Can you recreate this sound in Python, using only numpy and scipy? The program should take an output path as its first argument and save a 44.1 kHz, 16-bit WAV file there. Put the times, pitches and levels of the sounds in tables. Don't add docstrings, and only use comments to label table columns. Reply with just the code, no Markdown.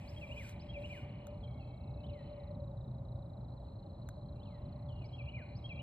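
import sys
import numpy as np
from scipy import signal
from scipy.fft import rfft, irfft, next_fast_len
from scipy.io import wavfile
from scipy.ndimage import uniform_filter1d

SR = 44100
rng = np.random.default_rng(int(sys.argv[2]) if len(sys.argv) > 2 else 0)


def gain_from_db(level_db):
    decades = np.asarray(level_db, float) / 20
    return 10 ** decades


def digitize_waveform(pressure):
    field = np.atleast_2d(pressure).T
    bounded = np.clip(field, -1, 1)
    quanta = np.round(bounded * 32767).astype(np.int16)
    wavfile.write(sys.argv[1], SR, quanta)


N = 256662

# (time in note [s], pitch [Hz], level under top [dB])
NOTE_SHAPES = dict( flick=[(0, 4050, 3), (.008, 4650, -3), (.02, 5230, -2.5), (.03, 5700, -10)],
               hold=[(0, 3150, -9), (.011, 3300, -2), (.021, 3243, -2), (.032, 3200, -15.5)],
               dip=[(0, 2800, -10.5), (.014, 2620, -6), (.028, 2380, -3), (.042, 2334, -8)],
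               lift=[(0, 2330, -19), (.012, 2540, -5.5), (.024, 2850, -1), (.036, 3010, -7.5)],
               droop=[(0, 2315, -6), (.018, 2490, 1), (.035, 2370, -3), (.053, 2096, -5.5),
               (.068, 1802, -17), (.088, 1520, -15.5), (.11, 1410, -22.5)])
# (start [s], note name, top level [dB])
NOTES_SUNG = [(0.077, "flick", -61), (0.162, "hold", -55), (0.212, "dip", -46.5), (0.299, "lift", -48.5),
              (.362, "droop", -49.5), (.597, "flick", -64), (0.688, "hold", -53), (0.739, "dip", -47.5),
              (0.827, "lift", -48), (0.894, "droop", -51), (5.043, "flick", -67), (5.13, "hold", -55.5),
              (5.182, "dip", -49.5), (5.267, "lift", -51), (5.334, "droop", -51), (5.553, "flick", -64),
              (5.641, "hold", -48.5), (5.692, "dip", -45), (5.776, "lift", -49.5)]


def near_bird():
    return whistle([placed(NOTE_SHAPES[note], s, db) for s, note, db in NOTES_SUNG], edge_s=.003)


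# (time in slur [s], pitch [Hz], level under top [dB])
SLUR_HALVES = [
    [(0, 2950, -8), (.013, 3010, -0.5), (.025, 3340, -11), (.036, 3590, -1.5)],
    [(.05, 3580, -13), (.06, 2900, 1), (.075, 2650, -8.5), (.105, 2240, -11), (.145, 1985, -8.5),
     (.188, 1820, -14)],
]
# (start [s], top level [dB])
SLUR_STARTS = [
    (2.036, -61),
    (4.403, -67),
]
# (start [s], length [s], from [Hz], to [Hz], top level [dB])
SETTLING_NOTES = [(.915, .13, 3180, 2860, -66), (1.425, .04, 3590, 3150, -68),
                  (1.47, 0.047, 2330, 2240, -72), (1.53, 0.064, 2220, 2180, -72.5),
                  (1.595, .045, 2874, 2580, -65), (1.715, 0.057, 2190, 2200, -75.5),
                  (1.985, 0.048, 2610, 2640, -71), (3.825, .025, 3010, 2950, -86),
                  (4.235, .07, 3270, 3220, -89.5), (4.35, .045, 2760, 2700, -78),
                  (4.35, .045, 2400, 2390, -82), (4.885, .06, 3560, 2888, -68),
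                  (4.95, 0.081, 2840, 2850, -69)]
# (start [s], length [s], from [Hz], to [Hz], top level [dB])
STRAIGHT_NOTES = [
    (.362, .04, 2850, 3585, -66),
    (3.635, 0.06, 3510, 2436, -89),
    (4.995, .065, 2806, 2207, -68.5),
]


def far_bird():
    notes = [placed(half, s, db) for s, db in SLUR_STARTS for half in SLUR_HALVES]
    notes += [glide(*row, settle=3.8) for row in SETTLING_NOTES]
    notes += [glide(*row, settle=.3) for row in STRAIGHT_NOTES]
    shimmer_db = 3.5 * evened(resonate(rng.standard_normal(N), 0, 120))
    return whistle(notes, edge_s=0.0048) * gain_from_db(shimmer_db)


def placed(shape, s, db):
    return np.add(shape, [s, 0, db])


def glide(s, length, from_hz, to_hz, db, settle):
    u = np.linspace(0, 1, 10)
    settled = (1 - np.exp(-settle * u)) / (1 - np.exp(-settle))
    level_db = db + np.interp(u, [0, 1 / 3, 1], [-7.5, 0, -1])
    return np.transpose([s + length * u, from_hz + (to_hz - from_hz) * settled, level_db])


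def whistle(notes, edge_s):
    out = np.zeros(N)
    for rows in notes:
        s, hz, db = np.transpose(rows)
        t = np.arange(s[0] - edge_s, s[-1] + edge_s, 1 / SR)
        pitch = uniform_filter1d(np.interp(t, s, hz), size=300)
        ends = np.clip(np.minimum(t - t[0], t[-1] - t) / (2 * edge_s), 0, 1)
        tone = np.sqrt(2) * np.sin(2 * np.pi * np.cumsum(pitch) / SR)
        add(out, t[0], gain_from_db(np.interp(t, s, db)) * ends * tone)
    return out


# (time [s], level [dB], middle pitch [Hz])
TRILL_COURSE = [(0, -75.5, 4000), (.8, -71.5, 3990), (1.2, -77.5, 4150), (1.5, -73.5, 4090),
                (2, -70.5, 3997), (2.4, -71.5, 4020), (2.8, -73, 3910), (3.6, -73, 4016), (4.5, -71, 4004),
                (4.8, -72.5, 4140), (5.3, -74.5, 4120), (5.5, -71, 4050), (5.82, -70.5, 4040)]
# (first chip [s], last chip [s], chips [count])
CHIP_RUNS = [(.02, .057, 2), (.112, .217, 4), (.277, .421, 5), (.493, .736, 8), (.79, .968, 6),
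             (1.098, 1.312, 8), (1.347, 2.009, 21), (2.035, 2.134, 4), (2.194, 2.437, 8), (2.477, 2.55, 3),
             (2.605, 2.712, 4), (2.773, 2.984, 7), (3.052, 3.225, 6), (3.261, 3.523, 8), (3.578, 3.866, 9),
             (3.911, 4.02, 4), (4.074, 4.214, 5), (4.29, 4.732, 13), (4.764, 5.525, 24), (5.592, 5.795, 7)]
# (first chip [s], last chip [s], chips [count], level [dB])
ANSWER_RUNS = [
    (.951, 1.055, 4, -4),
    (1.626, 1.692, 3, -2),
    (2.144, 2.312, 6, -2),
    (3.507, 4.297, 25, -3),
    (4.46, 4.56, 4, -1),
    (5.441, 5.54, 4, -1),
]


def trill(fall_hz=40000, length_s=.02, spread=.009, uneven_db=1.5, answer_up_hz=129.8):
    out = np.zeros(N)
    t = np.arange(-length_s / 2, length_s / 2, 1 / SR)
    level_db, hz = curves(TRILL_COURSE)
    chips = [(s, 0, 0) for run in CHIP_RUNS for s in np.linspace(*run)]
    chips += [(s, db, answer_up_hz) for *run, db in ANSWER_RUNS for s in np.linspace(*run)]
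    chances = rng.standard_normal((len(chips), 4))
    for (s, db, up_hz), (pitch, slope, size, path) in zip(chips, chances):
        middle_hz = hz[round(s * SR)] * (1 + spread * pitch) + up_hz
        turns = middle_hz * t - fall_hz * (1 + .1 * slope) * t ** 2 / 2
        chip = gain_from_db(db + uneven_db * size) * np.hanning(len(t)) * np.cos(2 * np.pi * turns)
        start = s - (middle_hz - 4050) / fall_hz + t[0]
        add(out, start, chip)
        add(out, start + .003 + .002 * abs(path), gain_from_db(-9) * chip)
    return gain_from_db(level_db + 4.5) * out


# (time [s], level [dB], brightness [dB per octave])
TWIG_TICKS = [
    (0.4938, -63, 0),
    (1.269, -63, -2),
    (4.0888, -60, -1.5),
]
# (frequency [Hz], width [Hz], level [dB])
TWIG_MODES = [(1370, 430, 8.5), (3540, 750, -3), (6350, 360, 11), (8840, 1100, -28), (11800, 2600, -3.5),
              (16030, 1900, -7.5)]


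def ticks(snap_s=.0011, tail_s=.008, tail_db=-21):
    out = np.zeros(N)
    t = np.arange(3000) / SR
    for s, db, bright_db in TWIG_TICKS:
        decay = np.exp(-t / snap_s) + gain_from_db(tail_db) * np.exp(-t / tail_s)
        burst = rng.standard_normal(len(t)) * decay
        ring = sum(gain_from_db(mode_db + bright_db * np.log2(hz / 3000)) * resonate(burst, hz, width)
                   for hz, width, mode_db in TWIG_MODES)
        add(out, s, gain_from_db(db + 15.0) * ring)
    return out


# (frequency [Hz], density [dB per Hz])
LEAF_SPECTRUM = [(700, -38), (1500, 7), (4500, 3.5), (7000, 2), (8400, 0.5), (9500, -2.5), (12000, -2),
                 (15300, -15), (16200, -34.5)]
# (time [s], top level [dB], rise [s], fall [s])
LEAF_GUSTS = [
    (.1, -75, 0.26, 0.37),
    (.49, -64, 0.11, 0.031),
    (.95, -72.5, 0.13, 0.072),
]


def leaves():
    return swells(LEAF_GUSTS, rest_db=-89) * noise(LEAF_SPECTRUM, patchy_db=2.5, size=512)


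# (frequency [Hz], density [dB per Hz])
CHORUS_SPECTRUM = [(1400, -18.5), (1900, -4), (2400, 5), (3000, -1.5), (3600, -12), (5500, -30),
                   (6200, -46)]
# (time [s], top level [dB], rise [s], fall [s])
CHORUS_BOUTS = [
    (0, -57.5, .3, .3),
    (1.0, -59.5, .6, .3),
    (2.3, -70, .25, .25),
    (4.7, -78.5, .2, .2),
    (5.82, -68.5, .5, .3),
]


def distant_chorus():
    return swells(CHORUS_BOUTS, rest_db=-98) * gain_from_db(-7.0) * noise(CHORUS_SPECTRUM, patchy_db=1.2, size=512)


# (frequency [Hz], wander [Hz], level [dB])
MOTOR_TONES = [
    (122.3, 2, -4),
    (444, 6, -4.5),
    (551.5, 4, -7),
    (583.5, 6, -2),
]
# (time [s], top level [dB], half-length [s])
MOTOR_SWELLS = [
    [(1.12, -57, 0.094), (1.57, -51.5, 0.25), (2.01, -46.5, 0.16), (2.95, -44.5, .2), (3.42, -44, 0.24),
     (4.05, -53, 0.1), (4.55, -54.5, .2), (5.1, -47, .3), (5.58, -46, .15)],
    [(.3, -66, 0.21), (1.34, -65.5, .2), (2.0, -67, .25)],
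    [(.33, -58, 0.12), (2.4, -60.5, 0.32), (2.7, -56, 0.16), (3.1, -55.5, 0.24), (3.95, -68, 0.26),
     (5.82, -66, .15)],
    [(.2, -58, 0.17), (.78, -54, 0.27), (1.34, -57, 0.15), (2.27, -53, 0.27), (2.6, -54, 0.11),
     (3.3, -62.5, 0.18), (3.8, -64.5, 0.11), (4.35, -63.5, 0.32), (4.76, -60, 0.45), (5.5, -62, .3)],
]
MOTOR_REST = [
    -66,
    -78.5,
    -76,
    -70,
]


def drone(flutter_db=4.0):
    out = np.zeros(N)
    for rows, rest_db, (hz, wander_hz, trim_db) in zip(MOTOR_SWELLS, MOTOR_REST, MOTOR_TONES):
        drift, flutter = (evened(resonate(resonate(rng.standard_normal(N), 0, 30), 0, 30)) for _ in range(2))
        tone = np.sqrt(2) * np.sin(2 * np.pi * np.cumsum(hz + wander_hz * drift) / SR)
        out += swells(rows, rest_db) * gain_from_db(trim_db + flutter_db * flutter) * tone
    return out


# (time [s], level [dB])
BASS_COURSE = [(0.0, -46), (0.45, -45.5), (0.9, -44.5), (1.34, -45), (1.79, -45), (2.24, -45.5),
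               (2.69, -44.5), (3.13, -44), (3.58, -48.5), (4.03, -45), (4.48, -45), (4.92, -47),
               (5.37, -46.5), (5.82, -44.5)]
# (frequency [Hz], density [dB per Hz])
TRAFFIC_SPECTRUM = [(12, -47.5), (20, -22), (57, 1.5), (117, -0.5), (226, -11.5), (407, -23), (488, -26),
                    (585, -15), (670, -22.5), (785, -21.5), (1180, -33.5), (1700, -51), (3340, -57.5),
                    (4010, -51.5), (4490, -59), (5840, -89.5), (9880, -120)]
# (frequency [Hz], level [dB])
DIFFUSE_SHARE = [(100, -40), (300, -11.5), (750, -7.5), (1100, -5), (1600, -5), (2000, -22.5), (5000, -21)]


def rumble():
    air = noise(TRAFFIC_SPECTRUM, patchy_db=1.43, size=2048)
    apart = noise(TRAFFIC_SPECTRUM, patchy_db=-1.1, size=2048)
    bass = signal.sosfiltfilt(signal.butter(2, 300, fs=SR, output="sos"), air)
    apart = irfft(rfft(apart) * gain_from_db(read(DIFFUSE_SHARE, np.fft.rfftfreq(N, 1 / SR))), N)
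    wash = air - bass + np.array([apart, -apart])
    return gain_from_db(curves(BASS_COURSE)[0] - 0.54) * bass + gain_from_db(-46.5) * wash


# (frequency [Hz], 60 dB decay time [s])
WOODS_DECAY = [(1000, 0.77), (2500, 1.45), (4000, 0.61), (6000, 1.2), (12000, 0.082)]


def woods(x, bank_s, spread_s, bank_db):
    taps = np.zeros(2 * SR)
    at = np.arange(600, 2 * SR - 40, 40)
    bank = gain_from_db(bank_db * np.exp(-((at / SR - bank_s) / spread_s) ** 2))
    taps[at + rng.integers(0, 40, len(at))] = bank * rng.standard_normal(len(at))
    hz, t, z = signal.stft(taps, SR, nperseg=256)
    t60 = np.maximum(read(WOODS_DECAY, hz), .05)[:, None]
    tail = signal.istft(z * gain_from_db(-60 * t / t60), SR, nperseg=256)[1]
    return signal.fftconvolve(x, tail / np.linalg.norm(tail))[:N]


def pond_echoes(near, far, chips, twigs):
    close = gain_from_db(-11) * near + gain_from_db(-17) * chips + gain_from_db(-26) * twigs
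    out = woods(close, bank_s=.09, spread_s=.09, bank_db=5)
    out += woods(gain_from_db(-7.5) * far, bank_s=0.29, spread_s=0.14, bank_db=11.5)
    tree_line = resonate(resonate(far, 2050, 1100), 2050, 1100)
    far_shore = resonate(resonate(near, 2700, 2400), 2700, 2400)
    add(out, .235, gain_from_db(-9) * tree_line)
    add(out, .057, gain_from_db(-14) * far_shore)
    return out


def evened(x):
    return x / np.sqrt(np.mean(x ** 2) + 1e-20)


def read(points, hz):
    f, value = np.transpose(points)
    return np.interp(np.log(hz + 1), np.log(f + 1), value)


def curves(rows):
    s, *columns = np.transpose(rows)
    return [np.interp(np.arange(N) / SR, s, c) for c in columns]


def add(mix, s, sound):
    part = mix[round(s * SR):][:len(sound)]
    part += sound[:len(part)]


def resonate(x, hz, width):
    turn = np.exp(2j * np.pi * hz * np.arange(len(x)) / SR)
    r = np.exp(-np.pi * width / SR)
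    return 2 * (turn * signal.lfilter([1 - r], [1, -r], x / turn)).real


def noise(spectrum, patchy_db, size):
    frames = 4 * N // size + 5
    hz = np.fft.rfftfreq(size, 1 / SR)
    a, b, patches = rng.standard_normal((frames, len(hz), 3)).T
    patches = evened(uniform_filter1d(uniform_filter1d(patches, size=8, axis=0), size=8, axis=1))
    z = (a + 1j * b) * gain_from_db(read(spectrum, hz)[:, None] + patchy_db * patches)
    return evened(signal.istft(z, nperseg=size, noverlap=3 * size // 4)[1][:N])


def swells(rows, rest_db):
    t = np.arange(N) / SR
    power = gain_from_db(rest_db) ** 2
    for s, db, *ends in rows:
        reach = np.where(t < s, ends[0], ends[-1])
        power = power + gain_from_db(db - 6 * ((t - s) / reach) ** 2) ** 2
    return np.sqrt(power)


def scene():
    near, far, chips, twigs = near_bird(), far_bird(), trill(), ticks()
    birds_and_twigs = near + far + chips + twigs
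    echoes = pond_echoes(near, far, chips, twigs)
    return birds_and_twigs + echoes + leaves() + distant_chorus() + drone() + rumble()


def band_limit(x):
    return signal.sosfilt(signal.butter(12, 16400, fs=SR, output="sos"), x)


# (frequency [Hz], lead [rad])
PORT_LEAD = [(0, 0), (150, -.07), (900, -.95), (1100, -.3), (1650, -.35), (2150, 1), (2450, 2),
             (2650, 2.15), (3250, 1.4), (3900, .9), (4800, 1.5), (6000, 3.14), (8300, 6.3), (15000, 15.9)]
# (frequency [Hz], difference [dB])
PORT_TILT = [(100, 0), (300, -.2), (570, 2.3), (680, .6), (980, -2.2), (1500, -.7), (1900, 1.1), (3000, 0)]


def record(dry):
    dry = signal.sosfilt(signal.butter(3, 45, "high", fs=SR, output="sos"), dry)
    size = next_fast_len(N + 4096)
    hz = np.fft.rfftfreq(size, 1 / SR)
    lead = np.interp(hz, *np.transpose(PORT_LEAD))
    half = gain_from_db(read(PORT_TILT, hz) / 2) * np.exp(.5j * lead)
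    ports = irfft(rfft(dry, size) * np.array([half, 1 / half]), size)[:, :N]
    return band_limit(ports)


dry = scene()
out = record(dry)
digitize_waveform(out)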